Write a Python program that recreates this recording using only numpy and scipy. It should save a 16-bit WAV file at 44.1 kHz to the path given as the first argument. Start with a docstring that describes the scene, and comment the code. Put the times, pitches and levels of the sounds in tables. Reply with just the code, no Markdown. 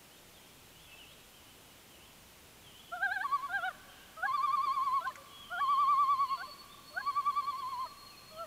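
"""Over a faint, even hiss, small songbirds slur and warble in distant trees: gliding sines blurred by echoes.
About three seconds in, a loon far out on a still lake gives the first of five tremolo cries.
Its harmonic voice breaks between a low and a high register, with short low hoots around the cries.
An inverted reflection off the water follows within milliseconds, and the wooded shore rings on.
Later come a few small ticks and plops as filtered noise, then a sparrow's slow, pure sine whistles."""
import sys
import numpy as np
from scipy import signal
from scipy.fft import rfft, irfft
from scipy.io import wavfile

SR = 44100
rng = np.random.default_rng(int(sys.argv[2]) if len(sys.argv) > 2 else 0)


def master(y):
    """Save y as 16-bit WAV."""
    cut = np.clip(np.atleast_2d(y).T, -1, 1)
    pcm = np.round(cut * 32767)  # scale
    wavfile.write(sys.argv[1], SR, pcm.astype(np.int16))


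N = 373086
TIME = np.arange(N) / SR
FREQS = np.fft.rfftfreq(N, 1 / SR)

# the loon's cries: start t/s, end t/s, one quaver crest t/s, quaver rate there f/Hz, top of the arch t/s,
# low-register pitch at the top f/Hz, low-register quaver depth/share of pitch
CRIES = [(2.915, 3.72, 3.343, 9.66, 3.242, 798.0, 0.08), (4.165, 5.12, 4.542, 10.07, 4.539, 842.0, 0.063),
         (5.497, 6.49, 5.909, 9.96, 5.891, 887.0, 0.067), (6.93, 7.878, 7.384, 9.68, 7.291, 884.0, 0.049),
         (8.305, 8.46, 8.415, 7.38, 8.329, 656.0, 0.042)]


def from_db(db):
    """Turn decibels into gain."""
    return 10 ** (np.asarray(db) / 20)


def rms_one(x):
    """Scale a sound to rms 1."""
    return x / np.sqrt(np.mean(x ** 2) + 1e-20)


def gain_at(points, hz):
    """Read a table of f/Hz, level/dB on a log-frequency axis, as gain."""
    knots, db = np.transpose(points)
    log_hz = np.log(np.maximum(hz, 1))
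    return from_db(np.interp(log_hz, np.log(knots), db))


def coloured(x, points):
    """Filter a sound by the response curve in a table."""
    return irfft(rfft(x) * gain_at(points, FREQS), N)


def drift(rate_hz):
    """Smooth random wander of rms 1: noise that weakens above the given rate."""
    spectrum = rfft(rng.standard_normal(N))
    return rms_one(irfft(spectrum / (1 + (FREQS / rate_hz) ** 2), N))


def scatter(x, t60, build_s):
    """Countless echoes off trees build up and die away by 60 dB in t60 seconds."""
    swell_and_decay = from_db(-60 * TIME / t60) * (1 - np.exp(-TIME / build_s))
    echoes = rng.standard_normal(N) * swell_and_decay
    return signal.fftconvolve(x, echoes / np.sqrt(np.sum(echoes ** 2)))[:N]


def whistled(notes, edge_s, waver, flicker_db):
    """Each note is a gliding sine with soft ends, a slight pitch waver and a flickering level."""
    out = np.zeros(N)
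    wobble = 1 + waver * drift(37)
    for start, length, from_hz, to_hz, level_db in notes:
        on = (TIME >= start) & (TIME < start + length)
        age = TIME[on] - start
        pitch = (from_hz + (to_hz - from_hz) * age / length) * wobble[on]
        fade = np.clip(np.minimum(age, length - age) / edge_s, 0, 1)
        out[on] += from_db(level_db) * fade * np.sin(2 * np.pi * np.cumsum(pitch) / SR)
    return out * from_db(flicker_db * drift(36))


def air():
    """Still air as shaped noise, nearly the same in both ears and a little wider in the treble."""
    # colour of the hiss, relative: f/Hz, level/dB per Hz
    air_colour = [(12, -47), (20, 9), (27, -19), (54, -1), (207, -4), (549, -8), (597, -7.5), (686, -9),
                  (881, -9), (1580, -12), (1720, -13), (2760, -10), (3170, -11.5), (4550, -15.5),
                  (15500, -19)]
    # stereo width of the hiss: f/Hz, side over mid level/dB
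    side_over_mid = [(30, -38), (80, -38), (170, -21.5), (400, -18.5), (3000, -20), (8000, -14.5),
                     (14000, -12.5)]
    mid = rms_one(coloured(rng.standard_normal(N), air_colour))
    side = rms_one(coloured(rng.standard_normal(N), air_colour))
    left_right = np.array([[1], [-1]])
    mid_rms_db = -57
    return from_db(mid_rms_db) * (mid + coloured(side, side_over_mid) * left_right)


def songbird_notes():
    """Phrases of slurs that alternate in direction, amid fainter pairs of slurs at random."""
    # phrases: start t/s, slurs/count, centre f/Hz, sweep of the first slur f/Hz, level/dB ahead of the trees
    phrases = [(.1, 1, 3300, 1100, -73), (.33, 1, 3330, -870, -70), (.43, 1, 3330, 800, -75),
               (.74, 2, 3100, 900, -66), (.87, 1, 2650, -50, -63), (.97, 1, 2830, -750, -63.5),
               (1.06, 1, 3350, 1150, -68), (1.33, 2, 3000, -550, -70), (1.64, 1, 3100, -650, -75),
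               (1.89, 2, 3000, -1000, -70), (2.63, 3, 3150, -700, -67), (3.88, 2, 2900, -600, -70),
               (5.25, 1, 3100, -600, -70), (5.41, 4, 3140, -170, -61), (5.86, 1, 3650, 700, -70),
               (6.26, 1, 2800, -500, -63), (6.67, 1, 3470, 260, -65), (8.07, 1, 2750, -600, -69),
               (8.32, 1, 3100, -700, -69)]
    slur_s = .1
    chatter_slurs_per_s, chatter_db = 2, -80
    chatter_hz, chatter_spread_hz, chatter_sweep_hz = 3100, 400, -900
    pairs = int(chatter_slurs_per_s * N / SR / 2)
    chatter = []
    for when, height in rng.random((pairs, 2)):
        centre_hz = chatter_hz + chatter_spread_hz * (2 * height - 1)
        chatter.append((when * N / SR, 2, centre_hz, chatter_sweep_hz, chatter_db))
    notes = []
    for start, count, hz, sweep, db in list(phrases) + chatter:
        for k in range(int(round(count))):
            half_sweep = sweep / 2 * (-1) ** k
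            notes.append((start + k * slur_s, slur_s, hz - half_sweep, hz + half_sweep, db))
    return notes


def songbirds():
    """Slurred sines in the thicket, where scattered echoes blur each note."""
    warbles = whistled(songbird_notes(), edge_s=.02, waver=.018, flicker_db=2.5)
    echoes = from_db(-2) * scatter(warbles, t60=.9, build_s=.0075)
    return from_db(7) * (warbles + echoes)


def per_cry(values):
    """Hold each cry's value, or row of values, until 0.1 s before the next cry."""
    starts = np.array(CRIES)[:, 0]
    which = np.maximum(np.searchsorted(starts - .1, TIME) - 1, 0)
    return np.array(values)[which].T


def register(pitch, level_db, bright_db, tilt_db, edge, jitter, flutter_db, count):
    """A reedy tone whose harmonics sweep through the throat's resonances and brighten or dull with effort.

    tilt_db = dB per kHz about 3 kHz, edge = dB of brightness per dB of level, count = number of harmonics.
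    """
    # resonances of the loon's throat and bill: f/Hz, level/dB
    throat = [(550, -12), (720, -9), (900, -5.5), (1100, 0), (1320, -8.5), (1480, -1.5), (1600, 1),
              (1750, -2), (1900, -22), (2050, -31), (2300, -20.5), (2600, -31), (3250, -25), (3800, -29),
              (4250, -22.5), (4800, -37)]
    full_voice_db = -28
    pitch = pitch * (1 + jitter * drift(135))
    phase = 2 * np.pi * np.cumsum(pitch) / SR
    brightness_db = bright_db + edge * (level_db - full_voice_db)
    voice = 0
    for k in range(1, count + 1):
        # brightness and flutter fade in from 1800 to 2200 Hz
        overtone = np.clip((k * pitch - 1800) / 400, 0, 1)
        above_khz = np.minimum(k * pitch / 1000 - 3, .6)
        colour_db = overtone * (brightness_db + tilt_db * above_khz + flutter_db * drift(24))
        voice = voice + gain_at(throat, k * pitch) * from_db(colour_db) * np.sin(k * phase)
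    return voice * from_db(level_db)


def loon():
    """Each cry is an arch of pitch with a slowing quaver, breaking from a reedy low register to a pure high one."""
    # upward breaks: start t/s, end t/s, high-register pitch at the arch top f/Hz, quaver depth/share of pitch
    breaks = [(3.243, 3.492, 1091.0, 0.057), (4.266, 5.01, 1126.0, 0.056), (5.066, 5.102, 1134.0, 0.038),
              (5.604, 6.378, 1122.0, 0.052), (6.428, 6.478, 1145.0, 0.036), (7.012, 7.858, 1115.0, 0.051)]
    # effort through each cry, one list per cry: t/s, level/dB before the quaver swells and strain
    effort = [
        [(2.915, -33.8), (2.94, -33.1), (2.99, -40.4), (3.03, -30.8), (3.2, -34.7), (3.34, -29.7),
         (3.45, -38.8), (3.68, -30.0), (3.72, -42.0)],
        [(4.165, -41.7), (4.2, -34.6), (4.24, -29.5), (4.55, -26.0), (4.74, -28.7), (4.97, -31.7),
         (5.03, -36.1), (5.07, -35.9), (5.12, -41.8)],
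        [(5.497, -37.5), (5.51, -37.4), (5.58, -32.0), (5.72, -27.8), (5.95, -26.0), (6.3, -31.9),
         (6.39, -35.7), (6.49, -44.4)],
        [(6.93, -53.7), (6.98, -30.3), (7.03, -32.8), (7.3, -28.6), (7.7, -34.5), (7.82, -37.6), (7.878, -39.0)],
        [(8.305, -49.6), (8.41, -36.4), (8.46, -38.8)],
    ]
    # reediness, one row per cry: low-register overtone level/dB, high-register overtone level/dB
    brightness = [(5.5, -5.5), (-2, -4), (2, -3.5), (-2, -6), (-20, -20)]
    # how flat each cry starts: share of pitch
    scoops = [.02, .08, .09, .17, .05]
    attack_s, release_s = .01, .015
    quaver_slowing_per_s2 = 2.16  # the quaver slows as the breath runs out
    low_swell_db, high_swell_db = 1.2, 3.8  # louder on every quaver crest
    low_rise_per_s2, low_fall_per_s2, high_arch_per_s2 = 1.53, .67, .36  # share of pitch lost around the top
    scoop_s = .035  # the pitch settles and the quaver grows
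    strain_bend, strain_db, strain_s = .085, -5, .014  # low register goes sharp and thins before a break
    break_s = .016  # the registers overlap this long
    bloom_db, bloom_s = -22, .06  # low-register overtones open up after each start
    drop, drop_s = .08, .015  # the low pitch falls away as each cry ends, share of pitch

    start, end, crest, rate, top, low_hz, low_depth = per_cry(CRIES)
    now = np.clip(TIME, start, end)
    unsettled = np.exp((start - now) / scoop_s)
    from_crest = now - crest
    quaver_cycles = rate * from_crest - quaver_slowing_per_s2 * from_crest ** 2 / 2
    quaver = (1 - unsettled) * np.cos(2 * np.pi * quaver_cycles)
    arch = (now - top) ** 2

    high_hz, high_depth, high_share, strain = np.zeros((4, N))
    for up, down, hz, depth in breaks:
        onward = TIME > up - break_s
        high_hz[onward], high_depth[onward] = hz, depth
        high_share += np.clip(np.minimum(TIME - up, down - TIME) / break_s + .5, 0, 1)
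        strain += np.exp(np.minimum(TIME - up, 0) / strain_s) * (TIME < up + break_s)

    bend = strain_bend * strain - per_cry(scoops) * unsettled - drop * np.exp((now - end) / drop_s)
    low_arch = np.where(now < top, low_rise_per_s2, low_fall_per_s2) * arch
    low_pitch = low_hz * (1 - low_arch + low_depth * quaver) * (1 + bend)
    high_pitch = high_hz * (1 - high_arch_per_s2 * arch + high_depth * quaver)

    effort_db = np.interp(TIME, *np.concatenate(effort).T)
    low_db = effort_db + low_swell_db * quaver + strain_db * strain
    high_db = effort_db + high_swell_db * quaver
    low_bright_db, high_bright_db = per_cry(brightness)
    low_bright_db = low_bright_db + bloom_db * np.exp((start - now) / bloom_s)
    low = register(low_pitch, low_db, low_bright_db,
                   tilt_db=4, edge=.6, jitter=.00457, flutter_db=4, count=5)
    high = register(high_pitch, high_db, high_bright_db,
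                    tilt_db=.3, edge=-.5, jitter=.00222, flutter_db=3.6, count=4)
    sounding = np.clip(np.minimum((TIME - start) / attack_s, (end - TIME) / release_s), 0, 1)
    return sounding * ((1 - high_share) * low + high_share * high)


def over_water(x):
    """The grazing reflection comes late and inverted, so a tone dips whenever its pitch crosses a null."""
    # path by way of the water, one row per cry: extra delay at its start t/ms, shrinking/ms per s, strength/0-1
    water_path = [(4.82, .25, .66), (4.5, .285, .84), (3.25, .3, .55), (3.79, .25, .79), (4.03, .29, .73)]
    # share of the reflection that survives the ripples: f/Hz, level/dB
    mirror = [(1750, 0), (2200, -8), (4500, -6)]
    delay_ms, shrink, strength = per_cry(water_path)
    age = TIME - per_cry(CRIES)[0]
    delay_s = (delay_ms - shrink * age) / 1000
    reflection = np.interp(TIME - delay_s, TIME, coloured(x, mirror))
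    return x - np.clip(strength, 0, 1) * reflection


def wooded_shore(x):
    """The shore returns a coloured, long-ringing wash of scattered echoes."""
    # what the shore sends back: f/Hz, level/dB
    shore_colour = [(500, -5), (1040, -12), (1130, -11.5), (1230, -1), (1450, -11), (1600, -9),
                    (1750, -3.5), (2500, 1), (5000, 2)]
    return from_db(-11.5) * scatter(coloured(x, shore_colour), t60=4.0, build_s=.037)


def hoots():
    """Short low hoots around the cries, as gliding sines."""
    # hoots: start t/s, length t/s, start f/Hz, end f/Hz, level/dB
    hoot_notes = [(3.74, .05, 630, 610, -58), (3.84, .09, 558, 543, -69.5), (5.165, 0.068, 555, 540, -59),
                  (6.47, .04, 640, 560, -52), (6.9, .045, 580, 610, -59)]
    return whistled(hoot_notes, edge_s=.012, waver=.01, flicker_db=1.0)


def ticks():
    """Each small tick or plop is a decaying noise burst in one broad resonance, without echoes."""
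    # ticks: start t/s, centre f/Hz, width f/Hz, decay t/s, level/dB at the start of the burst
    tick_list = [(4.655, 450, 350, 0.011, -51), (5.073, 3050, 2980, 0.0097, -49.5),
                 (5.155, 1770, 700, 0.0079, -45.5), (5.156, 6960, 2500, 0.0051, -51)]
    out = np.zeros(N)
    for start, hz, width, decay, level_db in tick_list:
        edges = [max(hz - width / 2, 50), hz + width / 2]
        band = signal.butter(2, edges, "band", fs=SR, output="sos")
        burst = rng.standard_normal(N) * (TIME >= start) * np.exp(-np.abs(TIME - start) / decay)
        bandwidth_gain = np.sqrt(SR / 2 / width)  # makes up for the noise outside the band
        out += from_db(level_db) * bandwidth_gain * signal.sosfilt(band, burst + 1e-18)
    return out


def sparrow():
    """Slow, pure whistles that sag a little about their pitch, with short echoes off the trees."""
    # whistles: start t/s, length t/s, mid-note f/Hz, level/dB ahead of the mix
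    whistle_list = [(5.3, .14, 3330, -55.5), (5.55, .17, 3260, -52), (6.17, .2, 4390, -55),
                    (6.34, .28, 4445, -54.5), (6.83, .35, 4365, -55.5), (7.27, .2, 4325, -62.5),
                    (7.47, .14, 4300, -56), (7.66, .27, 4300, -57), (7.97, .25, 4275, -57),
                    (8.22, .24, 4290, -60)]
    sag_hz_per_s = 130
    notes = []
    for start, length, hz, db in whistle_list:
        half_sag = sag_hz_per_s * length / 2
        notes.append((start, length, hz + half_sag, hz - half_sag, db))
    whistles = whistled(notes, edge_s=.018, waver=.0024, flicker_db=2.8)
    return from_db(-.5) * whistles + from_db(-3) * scatter(whistles, t60=.58, build_s=.0093)


def scene():
    """All the birds are straight ahead; only the hiss has width."""
    cry = loon() + hoots()
    lake = over_water(cry) + wooded_shore(cry)
    return air() + songbirds() + lake + ticks() + sparrow()


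def record(dry):
    """The top is cut steeply."""
    cutoff_hz = 15600
    return irfft(rfft(dry) / np.sqrt(1 + (FREQS / cutoff_hz) ** 400), N)


dry = scene()
out = record(dry)
master(out)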